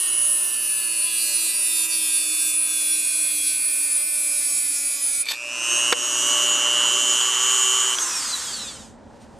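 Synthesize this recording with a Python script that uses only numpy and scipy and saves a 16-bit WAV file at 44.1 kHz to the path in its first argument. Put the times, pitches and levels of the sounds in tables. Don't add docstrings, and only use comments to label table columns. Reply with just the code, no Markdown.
import sys
import numpy as np
from scipy import signal
from scipy.fft import rfft, irfft, next_fast_len
from scipy.io import wavfile
from scipy.ndimage import uniform_filter1d

SR = 44100
rng = np.random.default_rng(int(sys.argv[2]) if len(sys.argv) > 2 else 0)


def volts_from_db(level):
    exponent = np.asarray(level, float) / 20
    return 10 ** exponent


def log_audio(samples):
    frames = np.atleast_2d(samples).T
    limited = np.clip(frames, -1, 1)
    pcm = np.round(limited * 32767).astype(np.int16)
    wavfile.write(sys.argv[1], SR, pcm)


N = 414099
STEP = 64
TIME = np.arange(N) / SR
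SLOW = TIME[::STEP]
SIZE = next_fast_len(N)
BINS = np.maximum(np.fft.rfftfreq(SIZE, 1 / SR), 1)
MAINS_PULSE_HZ, MAINS_PULSE_S = 120.07, 5.9058
PARTED_S, SWITCH_OFF_S, COAST_S = 5.22, 7.962, 7.952


def rms_one(x):
    return x / np.sqrt(np.mean(x ** 2) + 1e-20)


def in_time(rows):
    s, *columns = np.transpose(rows)
    return [np.interp(TIME, s, c) for c in columns]


def at_hz(points, hz):
    return np.interp(np.log(hz), np.log(np.array(points)[:, 0]), np.array(points)[:, 1])


def every_sample(slow):
    return np.interp(TIME, SLOW, slow)


def humps(rows, power=2):
    return sum((db * np.exp(-((SLOW - s) / length) ** power) for s, db, length in rows), 0 * SLOW)


def filtered(x, gain):
    return irfft(rfft(x, SIZE) * gain, SIZE)[:N]


def coloured(spectrum):
    return rms_one(filtered(rng.standard_normal(N), volts_from_db(at_hz(spectrum, BINS))))


def bump(hz, width_hz):
    return 1 / np.sqrt(1 + (2 * (BINS - hz) / width_hz) ** 2)


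def rumble(hz, width_hz, db):
    return volts_from_db(db) * rms_one(filtered(rng.standard_normal(N), bump(hz, width_hz) ** 2))


def band(x, low_hz, high_hz):
    part = signal.sosfilt(signal.butter(3, [low_hz, high_hz], "band", fs=SR, output="sos"), x)
    return part / np.sqrt(uniform_filter1d(part ** 2, size=3500) + 1e-20)


def drift(rate):
    knots = rng.standard_normal(400)
    return np.interp(SLOW * rate, np.arange(len(knots)), knots) * 1.2


def spread(slow, count):
    rise = np.diff(slow, append=slow[-1])[:, None]
    return (slow[:, None] + rise * (np.arange(STEP) / STEP)).ravel()[:count]


def tone(level_db, phase, wobble):
    blocks = len(phase) // STEP + 1
    turns = (phase + spread(wobble[:blocks], count=len(phase))) / (2 * np.pi)
    wave = np.cos((2 * np.pi * (turns - np.floor(turns))).astype(np.float32))
    return spread(volts_from_db(level_db[:blocks]), count=len(phase)) * wave


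def strike(clicks, modes):
    out = 0
    for hz, level_db, t60 in modes:
        r, w = volts_from_db(-60 / (t60 * SR)), 2 * np.pi * hz / SR
        poles = [1, -2 * r * np.cos(w), r * r]
        out = out + signal.lfilter([0, volts_from_db(level_db) * np.sin(w)], poles, clicks + 1e-18)
    return signal.sosfilt(signal.butter(2, 350, "high", fs=SR, output="sos"), out)


def hits(rows, modes, level_db):
    out = np.zeros(N)
    for s, peak_db in rows:
        clicks = np.zeros(SR // 4)
        clicks[0] = volts_from_db(peak_db + level_db)
        start = round(s * SR)
        out[start:start + SR // 4] += strike(clicks, modes)
    return out


def sings(multiple):
    # multiple of the speed, middle in seconds, level in dB, half length in seconds.
    songs = [(10, 1.12, 17, .1), (10, 1.75, 9, .45), (11, 2.6, 11, 1.0), (12, 1.35, 9, .4),
             (13, 1.1, 9, .5), (13, 1.4, 5, .15), (13, 2.8, 6, .55), (14, 1.9, 8, 1.1), (14, 3.3, 5, .3),
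             (15, 1.4, 9, .2), (15, 3.7, 6, .35), (16, 1.8, 4, .25), (17, 4.4, 4, .2), (18, .5, 8, .7),
             (16, .3, 5, .4), (11, 3.3, 4, .25), (16, 8.02, 7, .07), (18, 1.9, 5, .1), (18, 3.8, 1, .4),
             (19, 1.0, 9, .2), (19, 4.7, 6, .35), (20, 1.5, 6, .55), (21, 4.2, -7, .6), (22, .2, 8, .35),
             (22, 1.9, 7, .3), (23, 1.4, 9, .6), (23, 4.7, 8, .5), (24, 1.2, 6, .6), (24, 4.9, 7, .5),
             (25, 1.2, 4, .5), (26, 3.9, 4, .7), (5, .9, 5, .5), (6, 1.6, 5, .5), (7, 1.5, 5, .5),
             (16, 6.25, 6, .2), (16, 6.49, -10, .03), (15, 6.4, 6, .4), (17, 6.42, 6, .06),
             (18, 7.96, -8, .03), (18, 8.4, -3, .12), (24, 8.1, -4, .1), (18, 7.6, 2, .3),
             (17, 3.2, -4, .5), (6, 2.8, -4, .5), (22, 8.56, 8, .1), (24, 8.6, 4, .1)]
    return humps([row for k, *row in songs if round(k) == multiple], power=4)


def room_air():
    # frequency in Hz, level in dB per Hz.
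    room_spectrum = [(15, -37), (30, -10), (80, -9), (176, -13), (219, -5), (363, -16.5), (573, -11.5),
                     (621, -15.5), (952, -16), (1120, -24.5), (1860, -28.5), (2130, -36), (8320, -44),
                     (15000, -85)]
    return volts_from_db(-56 + 2.5 * (TIME < PARTED_S)) * coloured(room_spectrum)


def lathe():
    # frequency in Hz, level in dB rms.
    gear_tones = [(593, -43.5)]
    # frequency in Hz, width in Hz, level in dB rms.
    bearings = [(265, 30, -49.5), (313, 51, -48.5), (478, 350, -49), (126.7, 28, -59), (638, 160, -48)]
    stopping = (7.1, 7.23)
    out = np.zeros(N)
    for hz, db in gear_tones:
        out += tone(db + 3.5 + 3.3 * drift(9.9), 2 * np.pi * hz * TIME, 0.25 * drift(5.1))
    for hz, width, db in bearings:
        out += rumble(hz, width, db)
    return out * np.interp(TIME, stopping, [1, 0])


def rustle():
    # time in seconds, level in dB.
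    hand_moves = [(8.95, -75), (9.1, -67), (9.17, -60), (9.19, -66), (9.22, -53), (9.27, -63),
                  (9.31, -62.5), (9.39, -61)]
    cloth = coloured([(800, -4), (2500, -4), (7000, -6.5), (9000, -7), (12000, -25)])
    return volts_from_db(*in_time(hand_moves)) * cloth * (TIME > 8.9)


def latch_clicks():
    # time in seconds, peak in dB.
    switch = [
        (7.9862, -15),
    ]
    # time in seconds, peak in dB.
    spindle = [
        (7.212, -18),
    ]
    # frequency in Hz, level in dB, time to fall 60 dB in seconds.
    latch = [(3300, 2, .015), (4830, -4, .012), (1613, -8, 0.015), (7000, -15, .01)]
    return hits(switch + spindle, latch, 0.0)


def end_drops():
    # time in seconds, peak in dB.
    landings = [(5.9255, -1), (5.9264, -9), (5.9278, -12), (5.9292, -15), (5.9312, -17), (5.937, -24)]
    # frequency in Hz, level in dB, time to fall 60 dB in seconds.
    bed = [(481.5, -4, 0.055), (750, -7.5, 0.019), (1050, -10, 0.018), (1405, -2, 0.0099),
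           (1860, -12, 0.017), (3570, -7, 0.01017), (4560, -10, 0.026), (5370, -7, 0.022),
           (7880, -10, 0.016), (10500, -15, .008)]
    # frequency in Hz, level in dB.
    burst = [(400, -24), (800, -3), (1500, 0), (2200, -2), (4000, -10), (12000, -30)]
    after = TIME - landings[0][0]
    fade = np.exp(-np.clip(after, 0, .2) / .0055) * (after > 0) * (after < .2)
    return hits(landings, bed, -8.5) + volts_from_db(-12) * coloured(burst) * fade


def loose_end():
    # time in seconds, peak in dB.
    snaps = [(5.2563, -19), (5.2705, -24), (5.3375, -27), (5.354, -30)]
    # frequency in Hz, level in dB, time to fall 60 dB in seconds.
    splinter = [(8020, 0, .02), (6200, -8, .008), (4700, -6, .012)]
    # time in seconds, peak in dB.
    taps = [(5.2658, -16), (5.2857, -18)]
    # frequency in Hz, level in dB, time to fall 60 dB in seconds.
    tapped = [(2320, 0, .07), (4400, -6, .03)]
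    # time in seconds, peak in dB.
    rattles = [(5.309, -22), (5.331, -26), (5.345, -30)]
    # frequency in Hz, level in dB, time to fall 60 dB in seconds.
    rattling = [(1780, -2, .05), (1100, -3, .04), (900, -5, .04)]
    return hits(snaps, splinter, -7.0) + hits(taps, tapped, -10.0) + hits(rattles, rattling, -9.0)


def shaft_speed():
    # time in seconds, speed in turns per second.
    braked = [(0.0, 369.5), (.2, 364.3), (.45, 355.5), (.55, 352), (.7, 344.3), (1.0, 338.2), (1.2, 334.9),
              (1.6, 331.4), (2.2, 321.4), (2.6, 317.3), (3.2, 306.2), (3.55, 303.6), (3.9, 298.4),
              (4.05, 299.2), (4.6, 291.3), (4.9, 284.9), (5.05, 281.3), (5.22, 281.5)]
    speed, = in_time(braked)
    tube_turn = 2 * np.pi * 3.68 * (TIME + 0.006)
    speed = speed + 1.3 * np.cos(tube_turn) * (TIME < PARTED_S)
    idle, spin_up_s = 382.6, .415
    speed = speed + (idle - speed) * (1 - np.exp(-np.maximum(TIME - PARTED_S, 0) / spin_up_s))
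    drag_per_s, friction_hz_per_s = 0.4, 214
    lost = 1 - np.exp(-drag_per_s * np.maximum(TIME - COAST_S, 0))
    return np.maximum(speed - (speed + friction_hz_per_s / drag_per_s) * lost, 60)


def mains_phase():
    return 2 * np.pi * MAINS_PULSE_HZ * (TIME - MAINS_PULSE_S)


def motor_hum():
    hum = tone(-60 + 3.0 * drift(8), 2 * np.pi * 120 * TIME, .3 * drift(5))
    return hum * (TIME < SWITCH_OFF_S)


def slot_whine(speed, turn, level_db):
    # sideband number, level in dB.
    sidebands = [(0, 3.5), (1, 1.5), (2, -2), (3, -10.5), (4, -22)]
    # frequency in Hz, level in dB.
    shell = [(2000, -24.5), (2400, -2.5), (2750, -3.5), (2950, -1), (3200, -9.5), (3600, -11),
             (5000, -23.5), (6100, -18.5), (6500, -20)]
    # frequency in Hz, half width in Hz, level in dB.
    shell_dips = [(2972, 25, -6), (3143, 25, -8), (3045, 40, 2)]
    # time in seconds, level in dB, length in seconds.
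    whine_swells = [(6.1, -2, .15), (6.85, 2, .25), (7.8, -2, .15), (.4, -1.5, .2), (1.1, 1.5, .3),
                    (5.6, -1.5, .1)]
    steady_lag = .45
    out, off = np.zeros(N), round(SWITCH_OFF_S * SR)
    mains = mains_phase()[:off]
    swell_db = humps(whine_swells)
    for slots in (8, 16):
        for k, side_db in sidebands:
            for sign in ((1, -1) if k else (1,)):
                hz = slots * speed + sign * k * MAINS_PULSE_HZ
                shell_db = at_hz(shell, hz)
                for at, width, db in shell_dips:
                    shell_db = shell_db + db * np.exp(-((hz - at) / width) ** 2)
                phase = slots * turn[:off] + sign * k * mains - steady_lag * (k == 0)
                line_db = side_db + shell_db + swell_db + 1.37 * drift(12)
                out[:off] += tone(line_db, phase, 0.15 * drift(19))
    return volts_from_db(level_db) * out * np.clip((SWITCH_OFF_S - TIME) / 0.021, 0, 1)


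def fan(speed, turn, tone_db, flicker_db, throb):
    # frequency in Hz, level in dB per Hz.
    air_spectrum = [(150, -43), (330, -27.5), (700, -27), (1000, -17), (1300, -15.5), (1700, -19),
                    (2300, -24), (3300, -13.5), (4800, -14.5), (6200, -6.5), (7600, 1), (8500, -1.5),
                    (10500, -10.5), (15500, -28.5)]
    # level in dB at full speed, dB lost per halving of speed.
    air_laws = [(-26.5, 20.5), (-38, 15), (-27.5, 19)]
    # time in seconds, level in dB, length in seconds.
    vent_facing = [(5.7, 3, .08), (6.2, 3.5, .2), (6.7, -1.5, .2), (7.62, 2.5, .12), (7.975, -5, .02)]
    # multiple of shaft speed, level in dB, dB lost per halving of speed.
    running_tones = [(1, -17, 25), (3, -12, 40), (6, -22, 20), (15, -17, 20), (14, -20, 10), (17, -15, 25),
                     (18, -.5, 12), (20, -13, 6), (21, -15, 20), (22, -12, 6), (26, -18, 6), (30, -16, 6),
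                     (28, -12, 3), (36, -16, 14), (8, -19, 6), (16, -11.5, 1.5), (24, -7, 1), (32, -8, 1),
                     (40, -8, 1), (48, -5, 1), (56, -4, 2), (64, -4, 3), (72, -6, 4)]
    # frequency in Hz, level in dB.
    housing = [(100, -3), (2300, 0), (2900, -2), (3500, 3), (4300, 2), (5200, 0.5), (5700, -3.5),
               (6200, 2.5), (7200, -2), (7800, -4), (8600, 2), (9300, -21), (12000, -20), (16000, -40)]
    halvings = np.log2(speed / speed.max())
    levels = [every_sample(db + loss_db * halvings + .8 * drift(6)) for db, loss_db in air_laws]
    bright_db, middle_db, vent_db = levels
    bright_db = bright_db + every_sample(humps(vent_facing))

    air = coloured(air_spectrum) * (1 + throb * np.cos(mains_phase()) * (TIME < SWITCH_OFF_S))
    above_vent = 1 / (1 + (2300 / BINS) ** 8)
    above_middle = 1 / (1 + (5700 / BINS) ** 8)
    out = volts_from_db(bright_db - 2.5) * rms_one(filtered(air, np.sqrt(above_middle)))
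    out += volts_from_db(middle_db + 4.0) * rms_one(filtered(air, np.sqrt(above_vent - above_middle)))
    out += volts_from_db(vent_db - 3.5) * rms_one(filtered(air, np.sqrt(1 - above_vent)))

    tone_db = tone_db - 10.5 * np.clip(1 - speed / 135, 0, 1) ** .5
    tone_db = tone_db + bright_db[::STEP] - 1.5 * halvings
    coasting = SLOW > COAST_S
    for k, level_db, loss_db in running_tones:
        level_db = level_db + sings(k) * (SLOW > 5.3) + loss_db * halvings + tone_db
        level_db = level_db + at_hz(housing, k * speed) + flicker_db * (1 + .6 * coasting) * drift(35)
        out += tone(level_db, k * turn, (0.38 + .8 * coasting) * drift(40))
    return out * np.clip((8.99 - TIME) / .15, 0, 1)


def chatter(turn, scratch, crunch_db):
    # time in seconds, peak in dB, seconds to rise 10 dB, seconds to fall 10 dB.
    bursts = [(5.2575, -40, .0025, .007), (5.273, -36, .015, .012), (5.2865, -23, .0012, .013),
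              (5.302, -26, .012, .02), (5.321, -22, .03, .005), (5.335, -33, .01, .025)]
    # frequency in Hz, level in dB, time to fall 60 dB in seconds.
    tube = [(1820, -11.5, 0.09), (2400, -12, 0.05), (3630, 4.5, 0.049), (3940, -5.5, .008), (4161, -2, .02),
            (4500, 2.5, 0.035), (4780, -8, 0.0099), (5954, -4.5, 0.021), (6800, -9, .01), (7900, -2, 0.02),
            (8800, -6, 0.01), (11500, 0, 0.015), (1120, -34, 0.03), (1390, -36, .015)]
    span = slice(round(5.1 * SR), round(5.6 * SR))
    at, out = TIME[span], np.zeros(N)
    new_turn = np.diff(np.floor(turn[span] / (2 * np.pi)), prepend=0).clip(0, 1)
    knocks = new_turn * (1 + .3 * rng.standard_normal(len(at)))
    rings = rms_one(strike(knocks + scratch * rng.standard_normal(len(at)), tube))
    crunch = coloured([(900, -45), (1500, -16), (3200, -4.5), (4000, 0), (4900, -2), (5600, -7),
                       (8500, -10), (12000, -19), (14500, -30)])
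    shapes = [db - 10 * np.where(at < s, (s - at) / rise, (at - s) / fall) for s, db, rise, fall in bursts]
    knock_db = np.maximum(np.max(shapes, axis=0), -200)
    out[span] = volts_from_db(knock_db) * (rings + volts_from_db(crunch_db) * crunch[span])
    return out


def contact():
    # time in seconds, grinding level in dB, pressure on the tube in dB.
    hand = [(0, -22, -4), (.3, -22, -10), (.6, -22.5, -6), (1.0, -22.5, -1), (1.2, -22.5, 4),
            (1.42, -22.5, 5), (1.62, -22.5, 0), (1.8, -22.5, 4), (2.2, -22.5, 2), (2.48, -22.5, 3),
            (2.6, -22.5, -5), (2.75, -22.5, 2), (3.2, -22.5, -1), (3.5, -22.5, 1), (3.62, -22.5, -4),
            (4.2, -23, -6), (4.45, -23, -3), (5.24, -23, -5)]
    # time in seconds, ring in dB, body in dB, length in seconds.
    bites = [(.29, 1.8, -1, .07), (.51, -2, -2, .03), (1.01, 2, -1, .04), (.83, -2, 0, .02),
             (1.11, -2.5, 0, .02), (1.36, 2.5, 0, .015), (1.53, -2, 0, .03), (1.61, 2, 0, .05),
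             (1.88, -3, -8, .02), (1.94, 1, 3, .03), (2.17, 2, 2, .03), (2.6, 2, -2, .03),
             (2.93, 3, 1, .03), (3.02, -2, 0, .02), (3.22, 2, 0, .04), (3.47, 2, 2, .03),
             (3.95, 2.8, 0, .04), (4.05, -2, -2, .03), (4.99, -3, 1, .03), (5.06, 3, 0, .03),
             (5.21, 3, 0, .015)]
    flutter_db = 1.3
    level_db, press_db = (c[::STEP] for c in in_time(hand))
    for s, ring_db, body_db, length in bites:
        shape = np.exp(-((SLOW - s) / length) ** 2)
        level_db, press_db = level_db + ring_db * shape, press_db + body_db * shape
    ring = level_db + 1.3 + .4 * flutter_db * drift(24)
    body = -35.5 + press_db + .6 * flutter_db * drift(14)
    upper = -34 + .5 * press_db + 1.1 * SLOW + flutter_db * drift(13)
    top = -31 + .3 * press_db - .7 * SLOW + flutter_db * drift(11)
    top = top - .8 * (level_db - level_db.mean())
    return [every_sample(db) for db in (ring, body, upper, top)]


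def grinding(turn, wander_db, grit_db, gate):
    # frequency in Hz, level in dB per Hz.
    line_spectrum = [(200, -44), (320, -29), (650, -32), (1100, -18.5), (2300, -11), (3200, -20.5),
                     (6400, -15.5), (8300, -14.5), (9200, -13.5), (10500, -19), (11200, -22), (12600, -11),
                     (13600, -32), (15300, -27.5)]
    # frequency in Hz, level in dB per Hz.
    grit_spectrum = [(300, -39.5), (1000, -40.5), (3000, -29.5), (5500, -25), (8000, -25.5), (9200, -21),
                     (10400, -31), (11000, -26), (12500, -26), (13600, -31), (15000, -29), (15600, -34)]
    # frequency in Hz, width in Hz, level in dB.
    cut_modes = [(9814, 320, 24), (1800, 220, 1), (7950, 390, 9.5), (315, 60, 18.5), (3500, 260, 2),
                 (4520, 380, 2)]
    disc_shape = dict([(1, 1.5), (2, 6), (3, 1.5), (4, -5), (5, 1), (6, -3), (7, -0.5), (10, -6), (11, -1),
                       (12, -3), (13, -3), (14, -1), (15, -2), (16, 1), (17, -1), (18, 3), (19, -4),
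                       (20, -3), (23, -4), (24, -2), (30, -3), (33, -2)])
    cut = round(5.3 * SR)
    lines = np.zeros(N)
    for k in range(1, 54):
        wander = .35 * drift(2) + .7 * drift(14) + .5 * drift(38)
        level_db = disc_shape.get(k, 0) + sings(k) + wander_db * wander
        lines[:cut] += tone(level_db, k * turn[:cut], .9 * drift(9) + rng.uniform(0, 2 * np.pi))
    ringing = np.prod([1 + (volts_from_db(db) - 1) * bump(hz, width) ** 2 for hz, width, db in cut_modes], axis=0)
    lines = rms_one(filtered(lines, volts_from_db(at_hz(line_spectrum, BINS)) * ringing))
    grit = rms_one(filtered(coloured(grit_spectrum), ringing ** .9 * BINS / (BINS + 120)))
    grit = grit * (1 + gate * np.cos(turn))
    bite = lines + volts_from_db(-18.0) * grit

    ring_db, body_db, upper_db, top_db = contact()
    out = volts_from_db(ring_db) * band(bite, 8700, 11000)
    out += volts_from_db(body_db) * band(bite, 3200, 5200)
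    out += volts_from_db(upper_db) * band(bite, 5200, 8700)
    out += volts_from_db(top_db) * band(bite, 11000, 15500)
    out += volts_from_db(-47) * band(lines, 260, 2300)
    out += volts_from_db(grit_db + ring_db) * grit
    out += rumble(179, 21, -69)
    return out * np.clip((5.24 - TIME) / 0.022, 0, 1)


def gain_control():
    # start in seconds, end in seconds, depth in dB, recovery in dB per second.
    ducks = [
        (-1, 7.95, 12.5, 19),
        (-1, 5.3, 14.5, 33),
        (5.929, 5.935, 5, 120),
        (5.929, 6.0, 4, 14),
    ]
    held = 0
    for start, end, db, rate in ducks:
        held = held + np.clip(db - rate * np.maximum(SLOW - end, 0), 0, None) * (SLOW >= start)
    creep_db = .6 * (SLOW - 2.6) * (SLOW < PARTED_S)
    return every_sample(volts_from_db(10.5 - held - creep_db))


def two_channels(mid):
    # frequency in Hz, level in dB.
    width = [(30, -11), (150, 0), (600, -2), (1400, -14), (2200, -18), (7400, -16), (8500, -4), (10300, -5),
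             (11300, -10), (12700, -4), (13500, -30)]
    # frequency in Hz, level in dB.
    lean_db = [(60, .5), (300, .3), (1000, -.5), (2000, -.3), (3000, -1.3), (4000, -.3), (6900, -1),
               (9800, -2), (11000, -.3)]
    # frequency in Hz, phase in radians.
    lead = [(1, 0), (340, 0.18), (860, 0.0), (2400, 0), (3010, 0.15), (3600, 0), (8000, 0), (8790, 0.14),
            (9220, 0.81), (9470, -0.3), (9910, 0.2), (10300, -0.1), (10600, 0.0)]
    scatter = np.exp(-TIME[:9000] / 0.032) * rng.standard_normal(9000)
    response = rfft(scatter, SIZE)
    response = response / np.sqrt(uniform_filter1d(abs(response) ** 2, size=3000))
    side = filtered(mid, response * volts_from_db(at_hz(width, BINS) - 6.0))
    lean = volts_from_db(at_hz(lean_db, BINS) / 2) * np.exp(.5j * at_hz(lead, BINS))
    return np.array([filtered(mid + side, lean), filtered(mid - side, 1 / lean)])


def scene():
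    speed = shaft_speed()
    turn = 2 * np.pi * np.cumsum(speed) / SR
    slow_speed = speed[::STEP]
    steady = room_air() + lathe() + motor_hum()
    steady += slot_whine(slow_speed, turn, -23.0)
    steady += fan(slow_speed, turn, tone_db=4.5, flicker_db=2.5, throb=0.085)
    contacts = rustle() + latch_clicks() + end_drops() + loose_end()
    contacts += chatter(turn, scratch=.12, crunch_db=-3.0)
    contacts += grinding(turn, wander_db=3.2, grit_db=-12.0, gate=0.38)
    return two_channels(contacts / gain_control() + steady)


def roll_off(x):
    return signal.sosfilt(signal.butter(12, 15750, fs=SR, output="sos"), x)


def record(dry):
    heard = signal.sosfilt(signal.butter(2, 36, "high", fs=SR, output="sos"), dry)
    heard = signal.sosfilt(signal.cheby2(10, 50, 16250, fs=SR, output="sos"), heard)
    return roll_off(heard * gain_control())


dry = scene()
out = record(dry)
log_audio(out)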